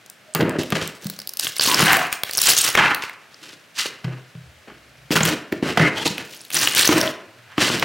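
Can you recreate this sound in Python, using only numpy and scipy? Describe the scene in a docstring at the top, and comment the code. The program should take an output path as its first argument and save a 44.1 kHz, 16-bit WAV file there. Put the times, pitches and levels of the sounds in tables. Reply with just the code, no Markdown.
"""Two faint clicks of parting wood fibre stand over a faint steady hiss; then the first blow meets the boards.
A claw hammer jammed under a nailed wooden strip levers it off a plywood floor, close to a phone.
Blows ring decaying board modes; fibres snap singly, then tear in dense random bursts filtered by the strip.
Steel and strip scrape along the floor, bent wood groans as narrow-band noise, and a low hum comes and goes.
The bare room answers with a short noise tail whose treble dies first."""
import sys
import numpy as np
from scipy import signal
from scipy.fft import rfft, irfft, next_fast_len
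from scipy.io import wavfile
from scipy.ndimage import uniform_filter1d

SR = 44100
rng = np.random.default_rng(int(sys.argv[2]) if len(sys.argv) > 2 else 0)


def transcribe(signal):
    """Save signal, clipped to [-1, 1], as a 16-bit WAV file at the path in sys.argv[1]."""
    frames = np.atleast_2d(signal).T
    limited = np.clip(frames, -1, 1)
    pcm = np.round(limited * 32767).astype(np.int16)
    wavfile.write(sys.argv[1], SR, pcm)


N = 345744
# modes of the plywood boards: f/Hz, relative level/dB, t60/s
BOARD_MODES = [(62, -26, .15), (84, -26, 0.2), (128.5, -20, 0.47), (161.3, -5, 0.23), (197, -1, 0.13),
               (264, 1.5, 0.069), (307.5, 4, 0.086), (350, 7.5, 0.058), (420.6, 10, 0.03),
               (510.6, 6, 0.032), (609, 1, 0.052)]
# modes of the wooden strip and hammer head: f/Hz, relative level/dB, t60/s
STRIP_MODES = [(806, 1, 0.011), (1095, 3.5, 0.0071), (1259, -3, 0.021), (1440, 0.5, 0.0099),
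               (1730, 2.5, 0.0078), (2038, -0.5, 0.011), (2288, 2.5, 0.0062), (2724, 5, 0.005),
               (3120, 0.5, 0.0081), (4205, 5.5, 0.0022), (5100, -65, 0.0027)]
OPPOSITE = np.array([[1], [-1]])  # a side signal enters the two channels in opposite sense


def undb(db):
    """Amplitude ratio of a level: twenty decibels to each factor of ten."""
    return 10 ** (np.asarray(db) / 20)


def unit(x):
    """Normalisation by effective value: scale to rms 1."""
    return x / np.sqrt(np.mean(x ** 2))


def colour(x, points):
    """Spectral shaping: weight by (f/Hz, level/dB) points joined on a log-frequency axis."""
    hz, db = np.transpose(points)
    size = next_fast_len(len(x))
    f = np.maximum(np.fft.rfftfreq(size, 1 / SR), 1)
    gain = undb(np.interp(np.log(f), np.log(hz), db))
    return irfft(rfft(x, size) * gain, size)[:len(x)]


def ring(modes, weight_db=0, phase=0):
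    """Modal superposition: an impulse response is a sum of exponentially decaying sinusoids."""
    hz, db, t60 = np.transpose(modes)[:, :, None]
    t = np.arange(SR // 4) / SR
    decay = np.exp(-np.log(1000) * t / t60)
    waves = np.sin(2 * np.pi * hz * t + np.reshape(phase, (-1, 1))) * decay
    return np.sum(undb(db + np.reshape(weight_db, (-1, 1))) * waves, axis=0)


def add(track, s, sound, peak_db):
    """Linear superposition: mix a sound in at time s, scaled to its peak."""
    i = int(s * SR)
    sound = sound[:N - i]
    track[i:i + len(sound)] += sound * undb(peak_db) / np.max(np.abs(sound))


def grit(rate, spread_db):
    """Random impulse process: slips and breaks at chance moments, a few much larger than the rest."""
    hit = rng.random(N) < rate / SR
    size_db = spread_db * np.minimum(rng.exponential(size=N), 4.)
    return hit * rng.standard_normal(N) * undb(size_db)


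def judder(rate, depth_db):
    """Random modulation: a gain glides between chance levels drawn `rate` times a second."""
    k = int(SR / rate)
    steps = np.repeat(rng.standard_normal(N // k + 1), k)
    return undb(depth_db * uniform_filter1d(steps, k)[:N])


def held(rows, rough, edge_s):
    """Narrow-band noise: uneven slips drive a resonance whose strength and phase wander in a band rough * f."""
    out = np.zeros(N)
    for start, end, hz0, hz1, db in rows:
        i = np.arange(int(start * SR), int(end * SR))
        k = int(SR / rough / hz0)
        slips = uniform_filter1d(uniform_filter1d(rng.standard_normal((2, len(i))), k), k)
        turn = 2 * np.pi * np.cumsum(np.linspace(hz0, hz1, len(i))) / SR
        edge = np.clip(np.minimum(i - i[0], i[-1] - i) / SR / edge_s, 0, 1)
        tone = unit(slips[0] * np.sin(turn) + slips[1] * np.cos(turn))
        out[i] += undb(db) * edge * tone
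    return out


def prying():
    """Switched excitation: 1 while wood is torn, 0 while steel and strip only slide."""
    # spells of tearing: start t/s, end t/s
    spells = [(.95, 2.76), (5.1, 5.3), (6.25, 7.12)]
    t = np.arange(N) / SR
    return sum((t >= start) * (t < end) * 1. for start, end in spells)


def strokes(rest_db=-60, swell_db=30, sag_db_per_s=63, fade_db_per_s=263):
    """Exponential envelopes: each stroke's drive rises, tires while held, then dies; overlapping strokes add."""
    # tearing and scraping: start t/s, swell t/s, hold t/s, strip drive level/dB,
    # fine splinter level/dB re strip drive, board rumble level/dB re strip drive
    pulls = [(0.344, 0.0084, 0.0061, -16.5, -19.5, -4), (0.385, .01, 0.16, -18, -31, 3.5),
             (0.582, 0.0046, 0.03, -31.5, 2, 6.5), (0.702, 0.006, 0.057, -34, -10, 5),
             (0.743, 0.0097, .02, -18, -9.5, -3), (.805, .01, 0.032, -22.5, -5.5, -3),
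             (0.994, 0.036, 0.14, -47, -1.5, 5), (1.389, 0.0026, 0.0069, -29, 0, -13),
             (1.421, 0.006, 0.065, -32.5, 2, -9.5), (1.542, 0.0096, 0.042, -41.5, 3, -21),
             (1.603, 0.0071, 0.081, -23.5, 2.5, -13.5), (1.645, .15, .03, -10.5, -9, -7.5),
             (1.837, 0.021, 0.21, -10, -16.5, -14), (2.116, 0.0032, 0.01, -27.5, -8.5, -31.5),
             (2.261, 0.004, 0.0092, -30.5, -3.5, -21), (2.323, 0.15, 0.022, -19, 1.5, -33),
             (2.483, 0.0057, 0.016, -20, -1.5, -13), (2.558, 0.014, 0.032, -25, 7, -20),
             (2.63, 0.0085, 0.079, -19.5, -5, -15.5), (2.734, 0.057, 0.12, -3.5, -21.5, -17.5),
             (3.018, 0.004, 0.019, -25.5, -6.5, -42), (3.289, 0.14, 0.11, -38, -2.5, -8),
             (3.745, 0.047, 0.029, -16, -0.5, -27), (3.876, .006, .04, -33.5, -20, -6),
             (4.031, 0.012, 0.13, -30.5, -22, 0), (4.282, .08, .1, -56.5, -9.5, -10),
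             (4.669, .005, 0.048, -36.5, -38, -0.5), (5.107, 0.0055, 0.042, -20, -8, -1),
             (5.152, 0.0035, 0.0068, -16, -11, -8.5), (5.204, 0.057, 0.069, -17, -8, -1.5),
             (5.516, 0.0045, 0.005, -30.5, -8.5, 9.5), (5.62, 0.0079, 0.078, -25.5, -10, 1),
             (5.648, 0.031, .03, -21.5, -8.5, -5), (5.786, 0.009, 0.087, -9.5, -17, -2),
             (5.918, 0.062, .045, -23.5, -5.5, -4), (6.044, 0.011, 0.0093, -21.5, 3, -2),
             (6.13, 0.066, 0.015, -27.5, -8.5, -5.5), (6.277, 0.033, .15, -54.5, 6.5, 1.5),
             (6.5, 0.066, 0.25, -16, -3.5, -10.5), (6.754, 0.015, 0.087, -17, -1, -18),
             (6.896, .015, 0.08, -13.5, -10.5, -3), (6.997, 0.034, 0.06, -21.5, -12, -2),
             (7.29, .22, .055, -40, -27, -33), (7.572, 0.035, 0.022, -10, -6.5, -8.5),
             (7.626, 0.027, 0.04, -17, -1, -7), (7.7, 0.014, 0.12, -20.5, -5.5, -3)]
    t = np.arange(N) / SR
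    # between strokes the hand only rests on the tool, and the boards are not driven
    out = np.outer(undb(rest_db) * np.array([1, 1, 0]), np.ones(N))
    for s, swell_s, hold_s, db, splinter_db, boards_db in pulls:
        i = slice(int(s * SR), int((s + swell_s + hold_s + .3) * SR))
        since = t[i] - s - swell_s
        rise = swell_db * since / swell_s
        sag = sag_db_per_s * np.minimum(since, hold_s)
        fade = fade_db_per_s * np.maximum(since - hold_s, 0)
        shape = np.where(since < 0, rise, -sag - fade)
        out[:, i] += np.outer(undb([0, splinter_db, boards_db]), undb(db + shape))
    return out


def tearing(gains, spread_oct=1.0):
    """Source-filter principle: dense random breaks excite strip and boards and crackle in the air."""
    # splinter noise: f/Hz, relative spectral level/dB
    splinter_spectrum = [(1470, -34), (2500, 5.5), (2970, 10), (4910, 8.5), (5830, 8), (6350, 6),
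                         (14800, -3), (16000, 3)]
    lively_hz, lively_db_per_oct = 2315, 39  # the more splinters fly, the higher the strip speaks
    slide_rough, slide_top_hz = .4, 7000  # sliding is smoother than tearing, and duller

    # the steel catches and lets go, so the force comes in uneven lumps
    force, splinter, rumble = judder(70, 3.1) * gains
    centre_hz = lively_hz * 2 ** (20 * np.log10(splinter / force) / lively_db_per_oct)
    torn = prying()
    rough = slide_rough + (1 - slide_rough) * torn

    breaks = grit(3000, 2.82 * rough) * force
    strip = 0
    for k, mode in enumerate(STRIP_MODES):
        # the free length of strip changes, and with it the modes that speak
        share = undb(-6 * (np.log2(mode[0] / centre_hz) / spread_oct) ** 2)
        tone = signal.oaconvolve(breaks * share, ring([mode])[:SR // 20])[:N]
        strip = strip + (-1) ** k * tone  # neighbours move in opposite sense

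    splinters = unit(colour(grit(5000, 3.14 * rough), splinter_spectrum)) * splinter
    dull = signal.sosfilt(signal.butter(1, slide_top_hz, fs=SR, output="sos"), splinters)
    splinters = torn * splinters + (1 - torn) * dull

    shaking = grit(3000, 2.37) * rumble * undb(-31)
    boards = signal.oaconvolve(shaking, ring(BOARD_MODES))[:N]
    return undb(-14.5) * strip + splinters + boards


def snaps(rows, bounce_db=-7, body_db=-14):
    """Impulsive release: a fibre clicks, its stub rings, the floor reflects both and the strip is jolted."""
    out, t = np.zeros(N), np.arange(SR // 60) / SR
    click_s, ring_s, body_s = .00045, .0005, .0074  # time constants
    crisp = signal.butter(2, 4500, "high", fs=SR, output="sos")
    # neighbouring modes in opposite sense
    body = ring(STRIP_MODES, phase=np.pi * np.arange(len(STRIP_MODES)))[:len(t)] * np.exp(-t / body_s)
    for s, peak_db, hz, click_db in rows:
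        click = rng.standard_normal(len(t)) * np.exp(-t / click_s)
        stub = np.convolve(click, np.sin(2 * np.pi * hz * t) * np.exp(-t / ring_s))[:len(t)]
        jolt = np.convolve(click, body)[:len(t)]
        bounce_s = rng.uniform(.001674, .002754)
        for lag, db in (0, 0), (bounce_s, bounce_db):
            add(out, s + lag, stub, peak_db + db + 1.5)
            add(out, s + lag, signal.sosfilt(crisp, click), peak_db + db + click_db + 3.5)
        # thick fibres ring low and move the strip more
        add(out, s, jolt, peak_db + body_db - 6 * np.log2(hz / 3000))
    return out


def single_fibres():
    """Isolated impulsive releases: single fibres snap at set moments."""
    # fibres: t/s, peak level/dB before a common offset, stub ring f/Hz,
    # sharp click level/dB re peak before a common offset
    fibres = [(0.062, -38, 3030, 8), (0.0995, -27, 8900, 6), (0.3381, -23, 8900, -8),
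              (0.3491, -12.5, 2970, 8.5), (0.4277, -17, 2720, -10), (0.4949, -24.5, 2040, 7.5),
              (0.634, -19.5, 2920, -1), (0.7038, -18.5, 3020, 0), (0.7223, -10.5, 2776, -27),
              (0.876, -21.5, 3250, 8.5), (1.0445, -24, 4370, 3), (1.0685, -16.5, 5740, 3),
              (1.0994, -15, 4300, 3), (1.1638, -28.5, 5730, -12), (1.1897, -20.5, 4800, 2),
              (1.2008, -19, 5320, -4), (1.2176, -20.5, 4800, -4), (1.2735, -16.5, 4950, 5.5),
              (1.2925, -18, 5480, 4.5), (1.3364, -21.5, 5240, 5.5), (1.3713, -16, 5260, 4.5),
              (1.3962, -4, 5530, 3.5), (1.4691, -6.5, 3074, -2), (1.5658, -13.5, 5760, 1),
              (1.5833, -14.5, 9500, -6), (1.5963, -0.5, 4764, -11.5), (1.61, -4, 5043, -9),
              (1.6741, -6, 4880, -13), (1.6975, -8.5, 1999, 1), (1.7145, 1.5, 2950, -11),
              (1.7444, 5, 5020, -5), (1.8813, -3, 3600, -12.5), (1.92, -6, 1920, -1.5),
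              (1.9309, 2.5, 2070, 4.5), (1.9694, -1.5, 2075, -3.5), (2.1271, -7, 2200, 5),
              (2.2348, -3, 3220, -0.5), (2.2951, -17, 2003, -8), (2.3109, -16, 4500, 7),
              (2.3341, -10.5, 5610, 1), (2.3511, -10, 6480, -8), (2.3733, -3, 10970, 3),
              (2.38, -2, 5440, 3), (2.3881, -2, 5300, 1.5), (2.4004, -18, 5180, 6.5),
              (2.4164, 2, 7470, 10.5), (2.5167, -7.5, 2980, 6.5), (2.5669, -4, 6755, -9),
              (2.6159, -1, 8715, -1), (2.7519, 3.5, 2346, -8.5), (2.8604, -5, 2520, -16),
              (2.8824, -8, 2170, -18), (2.9094, -17, 2016, -13), (2.9467, -6.5, 4400, -2),
              (3.037, -14.5, 2270, -8), (3.0962, -19, 2070, -9), (3.344, -29.5, 5170, -17.5),
              (4.0442, -22, 2610, -18.5), (5.1068, -19.5, 2890, -7), (5.1208, -11, 4970, -0.5),
              (5.2327, -0.5, 7460, -9), (5.253, -3.5, 2750, 1.5), (5.5243, -13.5, 2160, -7),
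              (5.7728, -5, 2020, -18), (6.0771, -6.5, 4230, -4), (6.1809, -11, 2740, -7),
              (6.4079, -27, 5430, -7.5), (6.4146, -26, 9970, -9), (6.4501, -30, 4160, 1),
              (6.5041, -19, 2734, 0.5), (6.5157, -21, 2583, -1.5), (6.5351, -22.5, 10180, 9.5),
              (6.5445, -7, 9920, -4.5), (6.5522, -8, 5330, 5.5), (6.5874, -12, 4060, 1),
              (6.6732, 4.5, 2860, -5.5), (6.7496, -2.5, 3940, 3), (6.8753, 5.5, 6140, -2.5),
              (7.013, 1.5, 5130, -3.5), (7.0764, -12, 3300, -21.5), (7.5797, -13.5, 2330, -13),
              (7.7972, -11, 3460, -2), (7.8251, -4.5, 2250, -24)]
    return snaps(fibres)


def crackle(splinter, strip, count=220):
    """Inhomogeneous random process: small snaps crowd where splinters are loud, less where strip drive is louder."""
    peak_db, spread_db = 13, 1  # re splinter drive
    centre_hz, spread_oct = 5840, 0.59
    density = prying() * splinter ** 0.48 * np.minimum(splinter / strip, 1) ** 0.55
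    chance = np.cumsum(density)
    at = np.searchsorted(chance, rng.random(count) * chance[-1])
    size, pitch, sharp = rng.standard_normal((count, 3)).T
    level_db = 20 * np.log10(splinter[at]) + peak_db + spread_db * size
    hz = np.clip(centre_hz * 2 ** (spread_oct * pitch), 2000, 11000)
    return snaps(list(zip(at / SR, level_db, hz, -3 + 5 * sharp)))


def knocks(spread_oct=0.25, tick_s=0.0061, skid_s=0.0066):
    """Modal excitation: a blow rings the board modes nearest its own pitch, with a woody tick at contact."""
    # blows: t/s, first-contact tick peak level/dB before a common offset,
    # thud centre f/Hz, thud peak level/dB before a common offset
    blows = [(0.349, -7, 140, -24), (0.407, -2, 555, -11), (0.43, -28, 365, -8), (0.586, -22, 360, -14),
             (0.723, 1, 193, -15.5), (1.055, -29, 186, -22), (1.674, -21.5, 274.7, -21),
             (1.801, 4, 230, -14.5), (1.825, -1, 193.3, -14), (2.774, 6, 231, -42),
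             (3.857, -12.5, 479, -28), (4.044, -14, 119.5, -19), (4.351, -32, 123, -31.5),
             (4.681, -26.5, 342, -53.5), (5.106, -12.5, 252.6, -11.5), (5.154, -13, 153, -15.5),
             (5.206, 4, 168.5, -14.5), (5.231, -2, 147.5, -20), (5.525, -15, 344, -12),
             (5.626, -11.5, 300, -9.5), (5.774, 5.5, 176, -18), (5.799, -11, 150, -13.5),
             (6.057, -6.5, 321, -17), (6.103, -30, 205, -23.5), (6.89, 4, 325, -7.5), (6.924, 2, 365, -12),
             (6.96, -8, 332, -13), (7.58, -0.5, 310, -11.5), (7.7, -4.5, 327, -17.5),
             (7.826, 1.5, 322, -27)]
    out, hz, t = np.zeros(N), np.array(BOARD_MODES)[:, 0], np.arange(SR // 40) / SR
    push = np.hanning(SR // 500)  # the head stays on the wood for a moment
    woody = ring(STRIP_MODES)[:len(t)] * np.exp(-t / tick_s)
    for s, tick_db, centre_hz, thud_db in blows:
        nearness_db = -6 * (np.log2(hz / centre_hz) / spread_oct) ** 2
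        weight_db = nearness_db + 2 * rng.standard_normal(len(hz))
        add(out, s, np.convolve(ring(BOARD_MODES, weight_db), push), thud_db + 4.0)
        skid = rng.standard_normal(len(t)) * np.exp(-t / skid_s)
        add(out, s, np.convolve(skid, woody), tick_db - 7.0)
    return out


def groans():
    """Friction-driven resonance: bent wood groans on rough gliding pitches."""
    # groans: start t/s, end t/s, start f/Hz, end f/Hz, rms level/dB before edge fades
    bends = [(.26, .345, 640, 620, -51.5), (1.4, 1.52, 1667, 1695, -44.5), (1.675, 1.76, 1017, 1010, -23),
             (1.86, 2.05, 738, 714, -25.5), (1.89, 1.94, 1917, 1950, -24.5), (5.16, 5.185, 1450, 1516, -17),
             (5.8, 5.885, 1970, 2094, -19.5), (5.96, 6.045, 850, 858, -36.5),
             (5.96, 6.04, 3180, 3250, -31.5), (6.055, 6.09, 810, 987, -27), (6.89, 7.01, 330.7, 321, -21),
             (6.9, 7.1, 642, 620, -29)]
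    return held(bends, .2, .012)


def hums():
    """Narrow-band noise at low frequency: a low hum comes and goes."""
    # hums: start t/s, end t/s, start f/Hz, end f/Hz, rms level/dB before edge fades
    spells = [(4.4, 4.62, 77, 76, -44), (4.68, 5.1, 60, 61, -45), (4.9, 5.1, 126.4, 135, -53.5),
              (7.25, 7.58, 108.6, 112, -56.5)]
    return held(spells, 0.42, 0.024)


def room(dry, first_echo_s=0.0063, wet_db=-12.5, side_db=-19):
    """Reverberant decay: bare walls give a noise tail, slightly different at the two microphones."""
    # decay of the bare room: f/Hz, t60/s
    decay_times = [(100, 0.34), (400, 0.67), (1500, 0.69), (4000, 0.39), (12000, 0.25)]
    t, (hz, t60) = np.arange(SR * 3 // 4) / SR, np.transpose(decay_times)
    tails = np.zeros((2, len(t)))
    for centre in 62.5 * 2. ** np.arange(9):  # octave bands, Hz
        octave = [(centre / 2, -40), (centre / 2 ** .5, -3), (centre, 0),
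                  (centre * 2 ** .5, -3), (centre * 2, -40)]
        decay = np.exp(-np.log(1000) * t / np.interp(np.log(centre), np.log(hz), t60))
        tails += [colour(rng.standard_normal(len(t)), octave) * decay for _ in range(2)]
    tails *= np.clip(t / first_echo_s - 1, 0, 1)  # silent before the first echo, then rising
    mid, side = (signal.oaconvolve(dry, tail)[:N] / np.sqrt(np.sum(tail ** 2)) for tail in tails)
    return undb(wet_db) * (mid + undb(side_db) * side * OPPOSITE)


def hiss(level_db=-52, side_db=-8.5):
    """Stationary coloured noise: steady air and microphone noise, wavering a little."""
    # noise floor: f/Hz, relative spectral level/dB
    spectrum = [(18, -41.5), (30, -34), (100, -3.5), (364, -11.5), (616, -6.5), (962, -14), (1670, -7.5),
                (1910, -10.5), (2060, -9), (6000, -21.5), (16000, -31)]
    mid, side = (unit(colour(rng.standard_normal(N), spectrum)) for _ in range(2))
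    return undb(level_db) * judder(3.41, 0.35) * (mid + undb(side_db) * side * OPPOSITE)


def scene(pan_db=1.12, aside_hz=600):
    """Level-difference stereo: the work lies in front of the phone; only its treble wanders to either side."""
    gains = strokes()
    strip, splinter, _ = gains
    work = tearing(gains) + single_fibres() + crackle(splinter, strip) + knocks() + groans()
    treble = signal.sosfilt(signal.butter(1, aside_hz, "high", fs=SR, output="sos"), work)
    aside = treble * (judder(77, pan_db) - 1)
    return work + aside * OPPOSITE + room(work) + hiss() + hums()


def record(dry, bass_hz=100, top_hz=15900):
    """Band-limiting and soft saturation: the phone loses deep bass, rounds loud peaks and cuts the top."""
    ceiling = .66  # re full scale
    thin = signal.sosfilt(signal.butter(4, bass_hz, "high", fs=SR, output="sos"), dry)
    rounded = ceiling * np.tanh(thin / ceiling)
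    return signal.sosfilt(signal.ellip(10, .2, 95, top_hz, fs=SR, output="sos"), rounded)


dry = scene()
out = record(dry)
transcribe(out)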